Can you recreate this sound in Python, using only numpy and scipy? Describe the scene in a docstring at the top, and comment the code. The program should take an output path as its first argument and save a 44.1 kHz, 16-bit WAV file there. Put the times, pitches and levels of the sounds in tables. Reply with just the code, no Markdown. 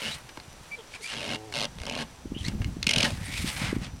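"""A cow rubs its muzzle along the rim of a plastic sled, a few metres from the camera in a snowy yard.
The muzzle sticks and slips: rasping creaks and hard jerks ring the rim and the hollow shell,
quick slides squeak, and a long light slide hisses. Behind it a cow hums briefly and straw rustles.
Wind buffets the microphone, mostly in the second half, and the camera itself whines faintly."""
import sys
import numpy as np
from scipy import signal
from scipy.fft import rfft, irfft
from scipy.io import wavfile
from scipy.ndimage import uniform_filter1d

SR = 44100
rng = np.random.default_rng(int(sys.argv[2]) if len(sys.argv) > 2 else 0)


def int16_out(signal):
    """Quantize to a 16-bit WAV file."""
    q = np.round(np.clip(np.atleast_2d(signal).T, -1, 1) * 32767)
    wavfile.write(sys.argv[1], SR, q.astype(np.int16))


N = 176400

# Levels in the tables are relative; each layer adds its own gain.
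# Open air all round the yard. Each row: frequency in Hz, level in dB.
AIR_SPECTRUM = [(30, 3), (130, -2), (900, -3.5), (1400, -7.5), (4540, -12), (9190, -17.5), (15500, -32.5)]
# Straw underfoot. Each row: time in seconds, level in dB.
STRAW_LEVELS = [(0.0, -40.5), (0.15, -43.5), (0.21, -51.5), (0.42, -57), (0.56, -58.5), (0.7, -50),
                (0.9, -71)]
# Wind on the microphone, a calm spell and a gusty one. Each row: time in seconds, level in dB.
GUSTS = [
    [(0.0, -82), (0.05, -50.5), (1.0, -65), (1.3, -57), (1.42, -64), (1.86, -44), (2.22, -58.5)],
    [(2.22, -50), (2.308, -38.5), (2.71, -32), (2.74, -41.5), (2.888, -40), (3.786, -35.5), (4.0, -50)],
]
# Its rumble. Each row: frequency in Hz, level in dB.
WIND_SPECTRUM = [(25, -7), (50, 3), (95, 1), (180, -4), (260, -9.5), (450, -26.5), (900, -38), (2000, -53)]
# Eddies right on the microphone. Each row: time in seconds, peak in dB, pitch in Hz.
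BUFFETS = [(0.379, -31.5, 266), (.484, -37, 112), (.613, -39, 114), (1.815, -24.5, 76.4), (2.258, -24, 260),
           (2.321, -19.5, 240), (2.366, -22, 246), (2.485, -19, 199), (2.555, -19, 174),
           (2.769, -23.5, 250), (2.875, -19, 198), (2.974, -17, 180), (3.041, -17, 209), (3.215, -22, 134),
           (3.446, -17.5, 205), (3.62, -19, 176), (3.7302, -13, 280), (3.767, -14, 223)]
# A cow's hum, low in the background. Each row: time in seconds, pitch in Hz, level in dB.
HUM_CURVE = [(1.13, 100.2, -52.5), (1.25, 102.5, -47), (1.36, 106, -44), (1.461, 109.6, -45),
             (1.5, 105.4, -46), (1.549, 91, -54)]
# Its harmonics. Each row: multiple of the pitch, level in dB.
HUM_HARMONICS = [(1, 4.5), (2, -32), (3, 4.5), (4, 5.5), (5, -2), (6, -9), (7, 2.5), (8, -4), (9, -13)]
# The sled's rim, a few metres off. Each row: resonance in Hz, width in Hz, level in dB.
RIM_MODES = [(1616, 94, 5), (2160, 68, 11), (2820, 195, 4), (3760, 110, -1), (4150, 100, 2),
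             (4880, 390, -6)]
# Its hollow shell. Each row: resonance in Hz, width in Hz, level in dB.
SHELL_MODES = [(150, 15, 3), (242, 73, 1.5), (492, 200, -5.5), (604, 114, -1.5), (724, 150, -8),
               (889, 58, -1.5), (1043, 21, -1.5)]
# Ticks of plastic and straw. Each row: start in seconds, level in dB, centre in Hz, fade in seconds.
TICKS = [(0.291, -33, 2030, .005), (.3732, -27, 980, 0.0025), (0.3998, -26.5, 2480, 0.0013),
         (0.53, -30, 10500, .0007), (1.524, -26, 2120, 0.0056), (2.482, -18.5, 3420, 0.0037),
         (2.618, -30.5, 1490, 0.0065), (2.645, -21.5, 2530, 0.0012), (3.565, -25, 2250, .004)]
# Hiss of light rubbing, on plastic or in straw. Each row: frequency in Hz, level in dB.
HISS_SPECTRUM = [(290, -36), (500, -3), (1620, -1.5), (2230, -1), (3430, -7), (6930, -14.5), (8980, -10),
                 (15500, -26)]
# Short slides, a curve each. Each row: time in seconds, then middle, presence and treble in dB.
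SHORT_SLIDES = [
    [(0.0, -47, -45, -66), (.15, -54, -39.5, -45), (.175, -55, -56, -62)],
    [(.88, -78, -65, -79), (.954, -45, -41, -49), (.99, -59, -63, -80), (1.024, -58, -44.5, -41),
     (1.14, -39.5, -38, -55)],
    [(2.38, -64, -53.5, -55), (2.472, -53, -44.5, -52), (2.53, -50, -59, -60)],
]
# The long closing slide. Each row: time in seconds, then middle, presence and treble in dB.
LONG_SLIDE = [(3.04, -50, -36, -51), (3.2, -49.5, -51, -56.5), (3.38, -47.5, -35.5, -46),
              (3.44, -47.5, -40.5, -43.5), (3.492, -39.5, -30.5, -43.5), (3.538, -45, -44, -43.5),
              (3.666, -34.5, -34, -52), (3.788, -52.5, -62, -63), (3.845, -46.5, -38.5, -65),
              (3.908, -53, -64, -88)]
# The resonance under that slide. Each row: time in seconds, centre in Hz, level in dB.
SLIDE_RESONANCE = [(3.17, 1700, -53.5), (3.38, 2395, -39), (3.448, 2150, -50), (3.658, 2237, -38),
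                   (3.771, 1876, -58)]
# Squeaks on the rim. Each row: start and length in seconds, pitch at start, middle and end in Hz,
# level in dB, slope in dB per overtone, roughness from 0 to 1.
SQUEAKS = [(0.105, 0.041, 3910, 3930, 4340, -37.5, -6, .5),
           (0.71, 0.05, 2336, 2310, 2400, -36.5, -19.5, 0.16),
           (0.767, .055, 4210, 3340, 2930, -52.5, -20, 0.85), (0.772, 0.042, 542, 464, 417, -45, -8, .2),
           (.934, 0.036, 2295, 2596, 2330, -44, -9, 0.9), (0.993, 0.032, 514, 433, 380, -49, -12, 0.1),
           (1.009, .052, 1980, 2300, 2460, -48, 0.5, 0.31), (1.034, 0.041, 2190, 2360, 2270, -39, -6, 0.34),
           (1.064, 0.062, 2500, 2835, 2900, -45.5, -13, 0.43),
           (2.339, 0.087, 2575, 3160, 2910, -45, -23, 0.54), (2.435, 0.056, 1934, 2080, 2270, -41, 0, .8),
           (2.445, .032, 4000, 4220, 4500, -39.5, -12, 0.38),
           (3.241, 0.044, 8000, 9300, 8900, -46, -30, 0.65)]
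# Hard jerks of the muzzle. Each row: start in seconds, level in dB, slip in seconds, settled ring in Hz.
JERKS = [(1.866, -17.5, 0.001, 2610), (1.8967, -14.5, 0.00096, 2510), (1.923, -24.5, 0.0024, 2820),
         (1.9514, -19.5, 0.0019, 2800), (2.8279, -10.5, .002, 3415), (2.8664, -5.5, 0.0047, 2555),
         (2.889, -9, 0.0065, 3040), (2.9075, -8.5, 0.0061, 2720), (2.9327, -10, 0.0063, 2835),
         (2.9588, -9, .005, 2880), (2.98, -8.5, 0.0059, 2850), (3.002, -11, 0.0075, 2950),
         (3.027, -10, 0.0052, 2960)]
# Their crack. Each row: frequency in Hz, level in dB.
JERK_SPECTRUM = [(400, -6), (1000, -20), (1900, -6.5), (2500, 7), (3600, -8), (5000, -5.5), (6500, -7),
                 (7400, -14), (9500, -12), (11500, -23), (15500, -45)]
# Creaking strokes. Each row: start and end in seconds, slips per second at start and end, unevenness
# from 0 to 1, slip in seconds, treble tilt in dB per octave, then middle, scrape and contact ring in dB.
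STROKES = [(0.018, 0.123, 132, 183, 0.14, 0.0022, 1, 10.5, -4, -1.5),
           (1.082, 1.367, 100, 82, .15, 0.0029, -1, -1.5, -4.5, -1.5),
           (1.5385, 1.654, 120, 103, 0.09, 0.0023, -3, -23, -15.5, -9),
           (1.785, 1.857, 65.6, 45, 0, 0.0017, -2, -13, -18, -14),
           (1.8662, 1.978, 147, 124, 0.3, 0.0038, -7, 0, -12, -2),
           (1.9745, 2.04, 77.8, 170, 0, 0.0035, -2, 3.5, -2, -11),
           (2.867, 3.038, 173, 165, 0.31, 0.0021, -0.5, 1, -5, -21),
           (3.043, 3.143, 194, 107, 0.02, 0.0044, -1, 10, 5, -19)]
# Force of the rubbing, a curve for each push. Each row: time in seconds, rasp in dB, shell in dB.
PUSHES = [
    [(0.0, -36.5, -48.5), (0.07, -32, -40.5), (0.12, -39, -57)],
    [(1.05, -44, -75), (1.138, -38.5, -49.5), (1.342, -34, -37.5), (1.362, -35, -46), (1.39, -73, -46)],
    [(1.5, -54, -53), (1.53, -37.5, -51), (1.556, -31.5, -41), (1.652, -30, -38), (1.7, -59, -60)],
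    [(1.76, -51, -56.5), (1.85, -43, -42.5), (1.89, -40.5, -42), (1.965, -40, -42.5), (1.99, -34, -37),
     (2.026, -34.5, -39), (2.07, -94, -60)],
    [(2.85, -53, -55), (2.866, -47, -47.5), (3.02, -33.5, -36.5), (3.052, -20.5, -30.5), (3.112, -60, -46),
     (3.15, -58, -85)],
]
# Rasp of muzzle on rim. Each row: frequency in Hz, level in dB.
RASP_SPECTRUM = [(400, -25.5), (700, -7.5), (1200, -13), (1700, -3.5), (2200, -4), (2900, -3), (3600, -3.5),
                 (4500, -6), (6300, -12.5), (7200, -16.5), (9300, -13), (12000, -28), (15500, -39)]

MIDDLE_HZ, TREBLE_HZ = 1930, 2880  # the rasp's middle lies below the first; tilts start at the second
CONTACT_HZ, CONTACT_SPREAD = 2860, 0.1  # the spot under the muzzle rings a little differently each slip
CATCH_S = 0.0145  # a small second crack as the muzzle catches again
SLIP_SAMPLES = N // 100  # room for one slip to die away


def undb(db):
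    """Decibels to gain."""
    return 10 ** (np.asarray(db) / 20)


def unit(x):
    """Scale to rms 1."""
    return x / np.sqrt(np.mean(x ** 2) + 1e-18)


def clock():
    """Time of every sample in seconds."""
    return np.arange(N) / SR


def noise():
    """White noise."""
    return rng.standard_normal(N)


def walk(rate):
    """Smooth random drift with rms 1; a higher rate moves faster."""
    span = max(int(SR / rate), 1)
    return unit(uniform_filter1d(uniform_filter1d(noise(), span), span))


def fader(rows, column=1):
    """Gain along a dB curve, silent outside it."""
    rows = np.array(rows)
    return undb(np.interp(clock(), rows[:, 0], rows[:, column], left=-200, right=-200))


def phase_of(hz):
    """Running phase of a moving pitch, in radians."""
    return 2 * np.pi * np.cumsum(hz) / SR


def colour(x, points, tilt_db=0):
    """Causal filter through (Hz, dB) points, its treble tilted per octave; white noise keeps its power."""
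    hz, db = np.array(points).T
    octave = np.log2(np.maximum(np.arange(1025) * SR / 2048, 1))
    tilt = tilt_db * np.maximum(octave - np.log2(TREBLE_HZ), 0)
    gain = unit(undb(np.interp(octave, np.log2(hz), db) + tilt))
    cepstrum = irfft(np.log(gain))
    fold = np.r_[1, np.full(1023, 2), 1, np.zeros(1023)]  # to minimum phase
    return signal.fftconvolve(x, irfft(np.exp(rfft(cepstrum * fold))))[:N]


def band(x, hz, width):
    """One resonance, gain 1 at its centre."""
    return signal.lfilter(*signal.iirpeak(hz, hz / width, fs=SR), x)


def cut(x, hz, kind):
    """Gentle low-pass or high-pass."""
    return signal.sosfilt(signal.butter(2, hz, kind, fs=SR, output="sos"), x)


def steep(x, hz, kind):
    """The gentle cut, twice over."""
    return cut(cut(x, hz, kind), hz, kind)


def ring(x, modes):
    """A bank of resonances; white noise roughly keeps its power."""
    power = sum(undb(db) ** 2 * np.pi * width / SR for hz, width, db in modes)
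    return sum(undb(db) * band(x, hz, width) for hz, width, db in modes) / np.sqrt(power)


def yard_air():
    """Still outdoor air, its level drifting slightly."""
    air = colour(noise(), AIR_SPECTRUM)
    return air / np.std(cut(air, 220, "high")) * undb(-52.5 + walk(3.5))


def straw(snaps_per_s=110, snap_fade_s=0.00048):
    """Straw underfoot rustles at first and crackles faintly throughout."""
    grain = noise() * undb(1.7 * walk(120))
    rustle = unit(colour(grain, HISS_SPECTRUM, tilt_db=0.53)) * fader(STRAW_LEVELS)
    impulses = (rng.random(N) < snaps_per_s / SR) * noise()
    snaps = signal.fftconvolve(impulses, noise() * np.exp(-clock() / snap_fade_s))[:N]
    crackle = unit(steep(band(snaps, 5900, width=7800), 11200, "low"))
    return undb(-3) * rustle + undb(-67) * crackle


def camera_whine(hz=5890):
    """The camera's own thin, wavering tone, close by the microphone."""
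    return np.sin(phase_of(hz + 6 * walk(49))) * undb(-63 + 2 * walk(23))


def wind(flutter_db=3.5, buffet_cycles=0.29):
    """Fluttering rumble that follows the gusts, and single eddies that thump the microphone."""
    t = clock()
    rumble = cut(colour(noise(), WIND_SPECTRUM), 22, "high") * undb(flutter_db * walk(48))
    out = undb(2) * unit(rumble) * sum(fader(spell) for spell in GUSTS)
    for (at, db, hz), turn in zip(BUFFETS, rng.random(len(BUFFETS))):
        cycles = (t - at) * hz
        swell = 1 / np.cosh(np.clip(cycles / buffet_cycles, -20, 20))
        out += undb(db - 1) * swell * np.cos(2 * np.pi * (cycles + turn))
    return out


def cow_hum(jitter=0.0068):
    """A cow's soft, closed-mouth low."""
    times, hz, _ = np.array(HUM_CURVE).T
    phase = phase_of(np.interp(clock(), times, hz) * (1 + jitter * walk(54)))
    voice = sum(undb(db) * np.sin(k * phase) for k, db in HUM_HARMONICS)
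    return unit(voice) * fader(HUM_CURVE, column=2)


def ticks():
    """Plastic and straw tick: one short crack each, with a little ring of the sled."""
    t, cracks = clock(), 0
    for at, db, hz, fade in TICKS:
        crack = noise() * (t >= at) * np.exp(-np.abs(t - at) / fade)
        cracks += undb(db - 9.5) * band(crack, hz, width=hz) * np.sqrt(SR / (np.pi * hz))
    body = undb(-5.5) * ring(cracks, RIM_MODES) + undb(-13) * ring(cracks, SHELL_MODES)
    return cut(cracks, 9700, "low") + body


def sliding(grain_db=2, low_split_hz=2790, high_split_hz=6700):
    """Hair and muzzle glide over the plastic with a grainy hiss whose colour shifts with the pressure."""
    hiss = colour(unit(noise() * undb(grain_db * walk(270))), HISS_SPECTRUM)
    upper = steep(hiss, low_split_hz, "high")
    middle = unit(steep(hiss, low_split_hz, "low"))
    presence = unit(steep(upper, high_split_hz, "low"))
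    treble = unit(steep(upper, high_split_hz, "high"))
    slide = lambda rows: middle * fader(rows, 1) + presence * fader(rows, 2) + treble * fader(rows, 3)
    short = steep(sum(slide(rows) for rows in SHORT_SLIDES), 11100, "low")
    return undb(-2) * short + undb(-1.5) * slide(LONG_SLIDE)


def slide_resonance(width_hz=390):
    """The long slide excites a narrow resonance that rises and falls with the pressure."""
    times, hz, _ = np.array(SLIDE_RESONANCE).T
    phase = phase_of(np.interp(clock(), times, hz))
    grain = cut(noise() + 1j * noise(), width_hz / 2, "low")
    return unit(np.real(grain * np.exp(1j * phase))) * fader(SLIDE_RESONANCE, column=2)


def squeaks(edge_s=0.011, jitter=0.098):
    """Fast stick-slip on wet plastic: arching, unsteady tones with overtones."""
    t, out = clock(), np.zeros(N)
    wobble, flutter = walk(1840) + 0.22 * walk(180), walk(230)
    for start, length, hz0, hz1, hz2, db, slope_db, rough in SQUEAKS:
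        on = (t >= start) & (t < start + length)
        progress = (t[on] - start) / length
        arch = np.polyval(np.polyfit([0, .5, 1], [hz0, hz1, hz2], 2), progress)
        phase = phase_of(arch * (1 + jitter * rough * wobble[on]))
        tone = sum(undb(slope_db * k) * np.sin((k + 1) * phase) for k in range(8))
        tone = unit(cut(cut(tone, 4900, "low"), 7800, "low"))
        edge = np.minimum(np.minimum(progress, 1 - progress) * length / edge_s, 1)
        out[on] += undb(db + 5.8 * rough * flutter[on]) * edge * tone
    return out


def slip_envelope(age, length, fade, curve=1):
    """One slip: rises for half its length, holds to its end, then dies away."""
    return np.minimum(2 * age / length, 1) ** curve * np.exp(-np.maximum(age - length, 0) / fade)


def jerks(crack_fade_s=0.0014, ring_fade_s=0.0038, sag=0.488, sag_s=0.00256):
    """Hard slips, mostly in quick chattering runs: each a bright burst, a sagging ring, a small catch."""
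    age = clock()[:SLIP_SAMPLES]
    bursts, rings = np.zeros(N), np.zeros(N)
    for at, db, length, ring_hz in JERKS:
        span = slice(int(at * SR), int(at * SR) + len(age))
        grit = rng.standard_normal(len(age))
        spot_hz = 4600 * np.exp(CONTACT_SPREAD * rng.standard_normal())
        grit = unit(grit + undb(-10) * unit(band(grit, spot_hz, width=770)))
        catch = undb(-8) * (age > CATCH_S) * np.exp(-np.abs(age - CATCH_S) / crack_fade_s)
        bursts[span] += undb(db - 12.5) * grit * (slip_envelope(age, length, crack_fade_s) + catch)
        hz = ring_hz * (1 + sag * np.exp(-age / sag_s))  # starts sharp, sags as the slip slows
        rings[span] += undb(db - 13.5) * slip_envelope(age, length, ring_fade_s) * np.sin(phase_of(hz))
    return colour(bursts, JERK_SPECTRUM) + rings + undb(-10.5) * ring(bursts, RIM_MODES)


def stick_slip(start, end, rate0, rate1, uneven, length, scrape_db):
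    """One stroke: noise bursts over a weaker scrape, and the contact spot's ring; each near rms 1."""
    crack_fade_s, ring_fade_s, scatter_db = 0.00053, 0.0023, 2
    t, at = clock(), start
    inside = (t >= start) & (t < end)
    grip, contact = undb(scrape_db) * inside, np.zeros(N)
    age = t[:SLIP_SAMPLES]
    catch = undb(-11) * (age > CATCH_S) * np.exp(-np.abs(age - CATCH_S) / crack_fade_s)
    burst = slip_envelope(age, length, crack_fade_s, curve=.5) + catch
    ring_envelope = slip_envelope(age, length, ring_fade_s, curve=.5)
    for late, size, pitch in rng.standard_normal(size=(80, 3)):
        if at >= end:
            break
        span = slice(int(at * SR), int(at * SR) + len(age))
        strength = undb(scatter_db * uneven * size)
        hz = CONTACT_HZ * np.exp(CONTACT_SPREAD * pitch)
        grip[span] += strength * burst
        contact[span] += strength * ring_envelope * np.sin(2 * np.pi * hz * age)
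        at += np.exp(uneven * late) / np.interp(at, [start, end], [rate0, rate1])
    return grip * noise() / np.sqrt(np.mean(grip[inside] ** 2)), contact / np.std(contact[inside])


def creaks():
    """The muzzle's slips crack on the rim and ring the contact spot, the rim and the hollow shell."""
    force = sum(fader(push) for push in PUSHES)
    shell_force = sum(fader(push, column=2) for push in PUSHES)
    rasp, spots, friction = 0, 0, 0
    for *timing, treble_db, middle_db, scrape_db, contact_db in STROKES:
        stroke, contact = stick_slip(*timing, scrape_db)
        drive = undb(-1.5) * force / np.hypot(1, undb(contact_db))  # rasp and spot share the power
        spectrum = [(hz, db + middle_db / (1 + (hz / MIDDLE_HZ) ** 8)) for hz, db in RASP_SPECTRUM]
        rasp += colour(stroke * drive, spectrum, treble_db)
        spots += undb(contact_db) * contact * drive
        friction += stroke
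    rim = spots + undb(-9.5) * ring(friction * force, RIM_MODES)
    rim = cut(cut(rim, 7200, "low"), 1150, "high")
    shell = cut(ring(friction * shell_force, SHELL_MODES), 910, "low")
    return rasp + rim + undb(3.5) * shell


def scene(echo_db=-20.5, echo_t60_s=0.12, echo_delay_s=0.006):
    """From the camera, in mono: the sled with a faint scatter off ground and cattle, over the yard."""
    sled = creaks() + jerks() + ticks() + squeaks() + sliding() + slide_resonance()
    tail = cut(noise(), 2840, "low") * undb(-60 * clock() / echo_t60_s) * (clock() > echo_delay_s)
    echo = signal.fftconvolve(sled, tail / np.linalg.norm(tail))[:N]
    background = cow_hum() + wind() + yard_air() + straw() + camera_whine()
    return (sled + undb(echo_db) * echo + background)[None]


def record(dry):
    """The camera cuts the top steeply at 15850 Hz."""
    return signal.sosfilt(signal.ellip(10, .2, 80, 15850, fs=SR, output="sos"), dry)


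dry = scene()
out = record(dry)
int16_out(out)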